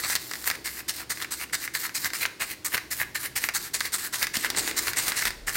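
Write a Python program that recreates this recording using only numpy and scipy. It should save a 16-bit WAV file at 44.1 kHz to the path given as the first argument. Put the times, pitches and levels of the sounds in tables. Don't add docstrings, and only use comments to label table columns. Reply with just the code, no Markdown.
import sys
import numpy as np
from scipy import signal
from scipy.fft import rfft, irfft
from scipy.io import wavfile

SR = 44100
rng = np.random.default_rng(int(sys.argv[2]) if len(sys.argv) > 2 else 0)


def digitize_waveform(pressure):
    field = np.atleast_2d(pressure).T
    bounded = np.clip(field, -1, 1)
    quanta = np.round(bounded * 32767).astype(np.int16)
    wavfile.write(sys.argv[1], SR, quanta)


N = 245195
SIZE = 4096
TIME_S = np.arange(N) / SR
FREQ_HZ = np.fft.rfftfreq(SIZE, 1 / SR)

# touch_s, attack_s, touch_to_flick_s, land_hiss_db, drag_hiss_db, flick_hiss_db,
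# land_paper_vs_hiss_db, flick_paper_vs_hiss_db, bright_db
STROKES = [(-0.11, .01, .112, -36, -49.5, -37, -2, 0.5, -2.5),
           (0.018, 0.026, 0.11, -30, -31, -40, -0.5, 8.5, -2.5),
           (0.148, 0.0048, .332, -43.5, -43.5, -31, 9, 0, 0),
           (0.642, 0.024, .15, -31, -42.5, -50.5, -3, 8.5, 2),
           (0.880, 0.0067, .128, -28.5, -40.5, -48, -7.5, 8.5, -1),
           (1.094, .012, 0.13, -28.5, -44.5, -43.5, -3.5, 8, -1.5),
           (1.306, 0.018, 0.12, -28.5, -42.5, -39, -8.5, 4.5, -1),
           (1.525, 0.0095, .12, -27.5, -41.5, -38, -1, 1.5, -3),
           (1.736, 0.015, .12, -29.5, -36.5, -38.5, -3, 7.5, 0.5),
           (1.942, 0.017, .121, -27.5, -37, -34.5, -7.5, 7, -0.5),
           (2.129, 0.02, 0.1, -31, -37, -33, -3.5, 6, -0.5), (2.396, 0.022, 0.12, -30, -45, -40, 2.5, 3, 0),
           (2.645, 0.0079, 0.1, -27, -44, -34.5, -6, 10, 2.5),
           (2.904, 0.015, 0.11, -30.5, -40.5, -39, -4.5, 12, 4.5),
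           (3.145, 0.008, 0.11, -31.5, -38.5, -40, 1, 5.5, 2),
           (3.354, 0.012, 0.099, -27, -38.5, -39, -3, 2, 1.5),
           (3.537, 0.018, 0.13, -25, -40.5, -49, -8.5, 6, 0),
           (3.734, .011, 0.13, -26.5, -39, -41, -6.5, 5.5, -3),
           (3.920, 0.019, 0.14, -25.5, -36.5, -39, -8, 3, -1.5),
           (4.124, 0.021, 0.11, -27.5, -35, -34, -4.5, 7.5, -1.5),
           (4.334, .018, 0.12, -27.5, -36, -36, -1.5, 9.5, -4),
           (4.558, 0.023, 0.13, -23.5, -35, -36, -7.5, -0.5, -5),
           (4.763, 0.018, 0.13, -24.5, -36.5, -36.5, -7, 3.5, -0.5),
           (4.960, 0.023, 0.13, -23.5, -32.5, -32, -5, 1, -2.5),
           (5.156, .022, .116, -25.5, -34, -35, -3.5, 8.5, -3),
           (5.466, .015, 0.099, -29.5, -36.5, -29, 0.5, 6, -0.5)]


def brush(paper, crackle_db=-7, tuft_s=0.0013, flutter_db=3.0):
    # freq_hz, gain_db
    hiss_points = [(300, -24.5), (1000, -10), (2000, -10), (3200, -9), (4200, 0.5), (5000, -1), (6000, -3),
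                   (8400, 1), (9500, -4), (12000, -14)]
    top_points = [(4000, -63), (7500, -38), (9200, -0.5), (10500, -1), (12500, 3), (16000, -2.5)]
    crackle_points = [(800, -36), (2000, 3), (4500, 2), (9000, -5), (16000, 8)]
    hiss, top, crackle = shape(hiss_points), shape(top_points), shape(crackle_points)
    out = np.zeros(N)
    for t, push, paper_db, hiss_db, top_db in [*stroke_pushes(), *rustle_pushes()]:
        tufts = wander((t - t[0]) / tuft_s)
        force = push * unit(undb(flutter_db * tufts))
        coarse = slips(len(t), rate_hz=2600, spread_db=5)
        fine = slips(len(t), rate_hz=15000, spread_db=4)
        finest = slips(len(t), rate_hz=15000, spread_db=4)
        sparse = slips(len(t), rate_hz=300, spread_db=4)
        spot = spot_colour(depth_db=1.6)
        layers = [(coarse, paper + spot / 2, paper_db),
                  (fine, hiss, hiss_db),
                  (finest, top, hiss_db + top_db),
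                  (sparse, crackle, hiss_db + top_db / 2 + crackle_db)]
        for clicks, colour, level_db in layers:
            add(out, t[0], undb(level_db) * signal.fftconvolve(force * clicks, response(colour + spot)))
    return out


def stroke_pushes(land_top_db=-4.5, drag_top_db=-0.5, flick_top_db=4, drag_after_s=0.075, bend_db=1):
    for (touch_s, attack_s, length_s, land_db, drag_db, flick_db,
         land_paper_db, flick_paper_db, bright_db) in STROKES:
        bite_db = land_db - 6.5 - 450 * attack_s
        t, push = swell(touch_s + 0.0032, rise_s=0.0016, hold_s=0, fall_s=0.0053)
        yield t, push, bite_db - 11.5, bite_db, land_top_db + bright_db
        t, push = swell(touch_s + attack_s, rise_s=attack_s / 2, hold_s=0.0038, fall_s=0.015)
        yield t, push * (t > touch_s), land_db + land_paper_db, land_db, land_top_db + bright_db
        glide_s = max(length_s - drag_after_s, 0)
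        t, push = swell(touch_s + drag_after_s, rise_s=0.022, hold_s=glide_s, fall_s=0.013)
        progress = np.clip((t - touch_s) / length_s, 0, 1)
        bend = undb(bend_db * (progress ** 2 - 0.5))
        yield t, push * bend, drag_db - 7, drag_db, drag_top_db + bright_db
        rattle_db = flick_db + flick_paper_db
        stretch = 2 ** ((-32 - rattle_db) / 17.5)
        t, push = swell(touch_s + length_s, rise_s=0.016 * stretch, hold_s=0, fall_s=0.013 * stretch)
        yield t, push, rattle_db, flick_db, flick_top_db + bright_db


def slips(samples, rate_hz, spread_db):
    happens = rng.random(samples) < rate_hz / SR
    size = undb(spread_db * np.clip(rng.standard_normal(samples), -2, 2))
    return unit(happens * size * rng.choice([-1, 1], samples) + 1e-9)


def paper_spectrum():
    # freq_hz, gain_db
    paper_points = [(100, -13), (350, -17.5), (550, -15), (800, -11), (1150, -6.5), (1600, -1.5),
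                    (2050, 3.5), (2400, -4), (3100, -11), (4200, -14), (6000, -20), (12000, -34)]
    # centre_hz, width_hz, boost_db
    modes = [(1708, 230, 3), (1870, 640, -0.5), (2510, 42, 2), (2815, 150, 4), (4000, 148, 3.5)]
    peaks = sum(db / (1 + (2 * (FREQ_HZ - hz) / width_hz) ** 2) for hz, width_hz, db in modes)
    return shape(paper_points) + peaks


def spot_colour(depth_db, step_hz=600):
    return depth_db * 1.23 * wander(FREQ_HZ / step_hz)


def ticks(paper, knock_gain_db=20.5, snap_gain_db=22, buckle_s=0.0004, chatter_s=0.0048, thin_hz=600):
    # start_s, knock_db, snap_db
    buckles = [(0.0995, -27, -26), (0.1533, -32, -17.5), (0.1616, -30, -22.5), (0.313, -27.5, -32),
               (0.3357, -28.5, -29.5), (0.3552, -33, -35), (0.4763, -25, -27), (0.5008, -21.5, -22),
               (0.5126, -22, -27), (0.5544, -33, -37), (0.8049, -33, -40), (0.8947, -37, -23.5),
               (1.1737, -32.5, -43), (1.2234, -33, -26.5), (1.2457, -25.5, -35), (1.4972, -41, -50),
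               (1.552, -44, -24), (1.677, -24, -45), (1.751, -24, -32), (1.8938, -31, -42),
               (2.0453, -30, -23.5), (2.103, -33, -36), (2.134, -25, -29.5), (2.2533, -16.5, -45),
               (2.2599, -47, -27), (2.421, -25.5, -46), (2.7463, -33.5, -23), (2.7693, -27, -32),
               (2.7779, -21.5, -28.5), (2.7813, -25.5, -48), (3.0313, -26.5, -47), (3.1537, -24.5, -53),
               (3.4399, -17.5, -24), (3.488, -18.5, -27), (3.806, -41, -21.5), (3.8097, -20.5, -51),
               (3.8546, -58, -25.5), (4.1431, -25.5, -52), (4.2282, -33, -17), (4.2693, -23.5, -27),
               (4.3685, -43, -20), (4.4468, -18.5, -28), (4.4637, -25, -46), (4.502, -29, -20.5),
               (4.5486, -27, -49), (4.677, -25, -25.5), (4.712, -27, -29), (4.758, -48, -46),
               (4.8718, -23.5, -31.5), (4.8816, -21.5, -25), (4.9332, -27, -28.5), (5.0816, -35, -21.5),
               (5.1204, -22.5, -25), (5.2228, -19, -34), (5.2537, -21, -20), (5.3057, -29, -31)]
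    # freq_hz, gain_db
    snap_points = [(500, -4), (2500, 2.5), (4300, 12), (6500, 3.5), (10000, 1.5), (16000, -1)]
    snap = shape(snap_points)
    knock = paper - 10 * np.log10(1 + (thin_hz / (FREQ_HZ + thin_hz / 10)) ** 2)
    t = np.arange(SIZE // 4) / SR
    envelope = np.exp(-t / buckle_s) + 0.49 * np.exp(-t / chatter_s)
    out = np.zeros(N)
    for start_s, knock_db, snap_db in [*buckles, *stray_ticks()]:
        spectrum = rfft(rng.choice([-1, 1], len(t)) * envelope, SIZE)
        blow = irfft(spectrum / np.sqrt(np.abs(spectrum) + 1e-9))[:len(t)]
        spot = spot_colour(depth_db=1.5)
        for colour, level_db in (knock, knock_db + knock_gain_db), (snap, snap_db + snap_gain_db):
            ring = signal.fftconvolve(blow, response(colour + spot))
            add(out, start_s, undb(level_db) * ring / np.linalg.norm(ring))
    return out


def stray_ticks(scatter_s=0.018, scatter_db=3):
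    for touch_s, _, length_s, _, _, flick_db, _, flick_paper_db, _ in STROKES:
        late, knock, snap = rng.standard_normal(3)
        yield (touch_s + length_s + scatter_s * late,
               flick_db + flick_paper_db - 8 + scatter_db * knock,
               flick_db - 3 + scatter_db * snap)


def rustle_pushes():
    # full_s, rise_s, hold_s, fall_s, paper_db, hiss_db, top_vs_hiss_db
    rustles = [(0.548, 0.011, 0.0066, 0.0036, -37, -46.5, -10), (4.46, 0.042, 0.82, 0.032, -43, -47, -11),
               (5.121, .008, .005, 0.042, -37, -42, -9), (5.212, 0.0023, .01, 0.0044, -31.5, -34, -4)]
    for full_s, rise_s, hold_s, fall_s, *levels_db in rustles:
        yield (*swell(full_s, rise_s, hold_s, fall_s), *levels_db)


def turning(bump_s=4.3705, bump_hz=245, bump_decay_s=0.00303, bump_db=-23):
    # time_s, level_db
    slide_levels = [(0, -54), (.45, -76), (.58, -47.5), (.72, -76), (4.25, -78), (4.45, -49.5), (4.6, -43),
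                    (4.8, -46.5), (5.2, -59), (5.35, -55), (5.56, -56)]
    # freq_hz, gain_db
    slide_points = [(60, -11), (170, -19), (310, -0.5), (480, -7), (750, -13), (1500, -25), (5000, -67)]
    out = curve(slide_levels) * noise(slide_points)
    t = np.arange(SIZE) / SR
    add(out, bump_s, undb(bump_db) * np.sin(2 * np.pi * bump_hz * t) * np.exp(-t / bump_decay_s))
    return out


def ceiling(x, delay_s=0.00894, echo_db=-16, lowpass_hz=6000):
    echo = np.zeros(N)
    dull = signal.sosfilt(signal.butter(1, lowpass_hz, fs=SR, output="sos"), x)
    add(echo, delay_s, undb(echo_db) * dull)
    return echo


def room(x, t60_s=0.44, predelay_s=0.0117):
    # freq_hz, gain_vs_direct_db
    tail_points = [(100, -11.5), (1000, -11), (2300, -13), (4500, -10), (9000, -14.5), (16000, -18.5)]
    tail_db = shape(tail_points)
    t = np.arange(SR // 2) / SR
    tail = rng.standard_normal(len(t)) * np.exp(-np.log(1000) * t / t60_s) * (t > predelay_s)
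    colour = response(tail_db) * np.sqrt(np.mean(undb(tail_db) ** 2))
    impulse = signal.fftconvolve(tail / np.linalg.norm(tail), colour)
    return signal.fftconvolve(x, impulse)[:N]


def kitchen(air_db=-51, waver_hz=7):
    # freq_hz, gain_db
    air_points = [(25, -25), (45, -28), (65, -9), (90, -4.5), (140, -3), (220, -5), (350, -0.5),
                  (550, -11.5), (1000, -15.5), (2000, -16.5), (5000, -18.5), (16000, -33.5)]
    rumble_points = [(20, -28), (29, -2), (39, -7), (55, -10), (110, -55), (400, -67)]
    # time_s, level_db
    rumble_levels = [(0, -90), (3.8, -67), (4.5, -65), (5.1, -56), (5.4, -45), (5.56, -45)]
    # pitch_hz, level_db
    hum_partials = [(63.8, -64.5), (122, -67.5), (312.3, -63.5)]
    out = undb(air_db) * noise(air_points) + curve(rumble_levels) * noise(rumble_points)
    for pitch_hz, level_db in hum_partials:
        waver = 1 + wander(TIME_S * waver_hz)
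        drift_rad = wander(TIME_S * waver_hz)
        out += undb(level_db) * np.sqrt(2) * waver * np.sin(2 * np.pi * pitch_hz * TIME_S + drift_rad)
    return out


def swell(full_s, rise_s, hold_s, fall_s):
    t = np.arange(-int(3 * rise_s * SR) - 1, int((hold_s + 3 * fall_s) * SR) + 2) / SR
    rising = np.minimum(t, 0) / rise_s
    falling = np.maximum(t - hold_s, 0) / fall_s
    return full_s + t, np.exp(-0.5 * (rising ** 2 + falling ** 2))


def undb(db):
    return 10 ** (np.asarray(db) / 20)


def unit(x):
    return x / np.sqrt(np.mean(x ** 2))


def add(track, start_s, sound):
    start = int(round(start_s * SR))
    lo, hi = max(start, 0), min(start + len(sound), N)
    if hi > lo:
        track[lo:hi] += sound[lo - start:hi - start]


def wander(steps):
    return np.interp(steps, np.arange(SIZE), rng.standard_normal(SIZE))


def shape(points):
    hz, db = np.transpose(points)
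    return np.interp(np.log(FREQ_HZ + 1), np.log(hz), db)


def response(spectrum_db):
    cepstrum = irfft(spectrum_db * np.log(10) / 20)
    cepstrum[1:SIZE // 2] *= 2
    cepstrum[SIZE // 2 + 1:] = 0
    impulse = irfft(np.exp(rfft(cepstrum)))
    return impulse / np.linalg.norm(impulse)


def noise(points):
    white = rng.standard_normal(N + SIZE)
    return unit(signal.fftconvolve(white, response(shape(points)))[SIZE:SIZE + N])


def curve(rows):
    return undb(np.interp(TIME_S, *np.transpose(rows)))


def scene():
    paper = paper_spectrum()
    direct = brush(paper) + ticks(paper) + turning()
    mono = direct + ceiling(direct) + room(direct) + kitchen()
    return np.array([mono, mono])


def record(dry):
    highpass_hz, lowpass_hz = 33, 15950
    no_bass = signal.sosfilt(signal.butter(6, highpass_hz, "high", fs=SR, output="sos"), dry)
    return signal.sosfilt(signal.ellip(12, 0.1, 70, lowpass_hz, fs=SR, output="sos"), no_bass)


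dry = scene()
out = record(dry)
digitize_waveform(out)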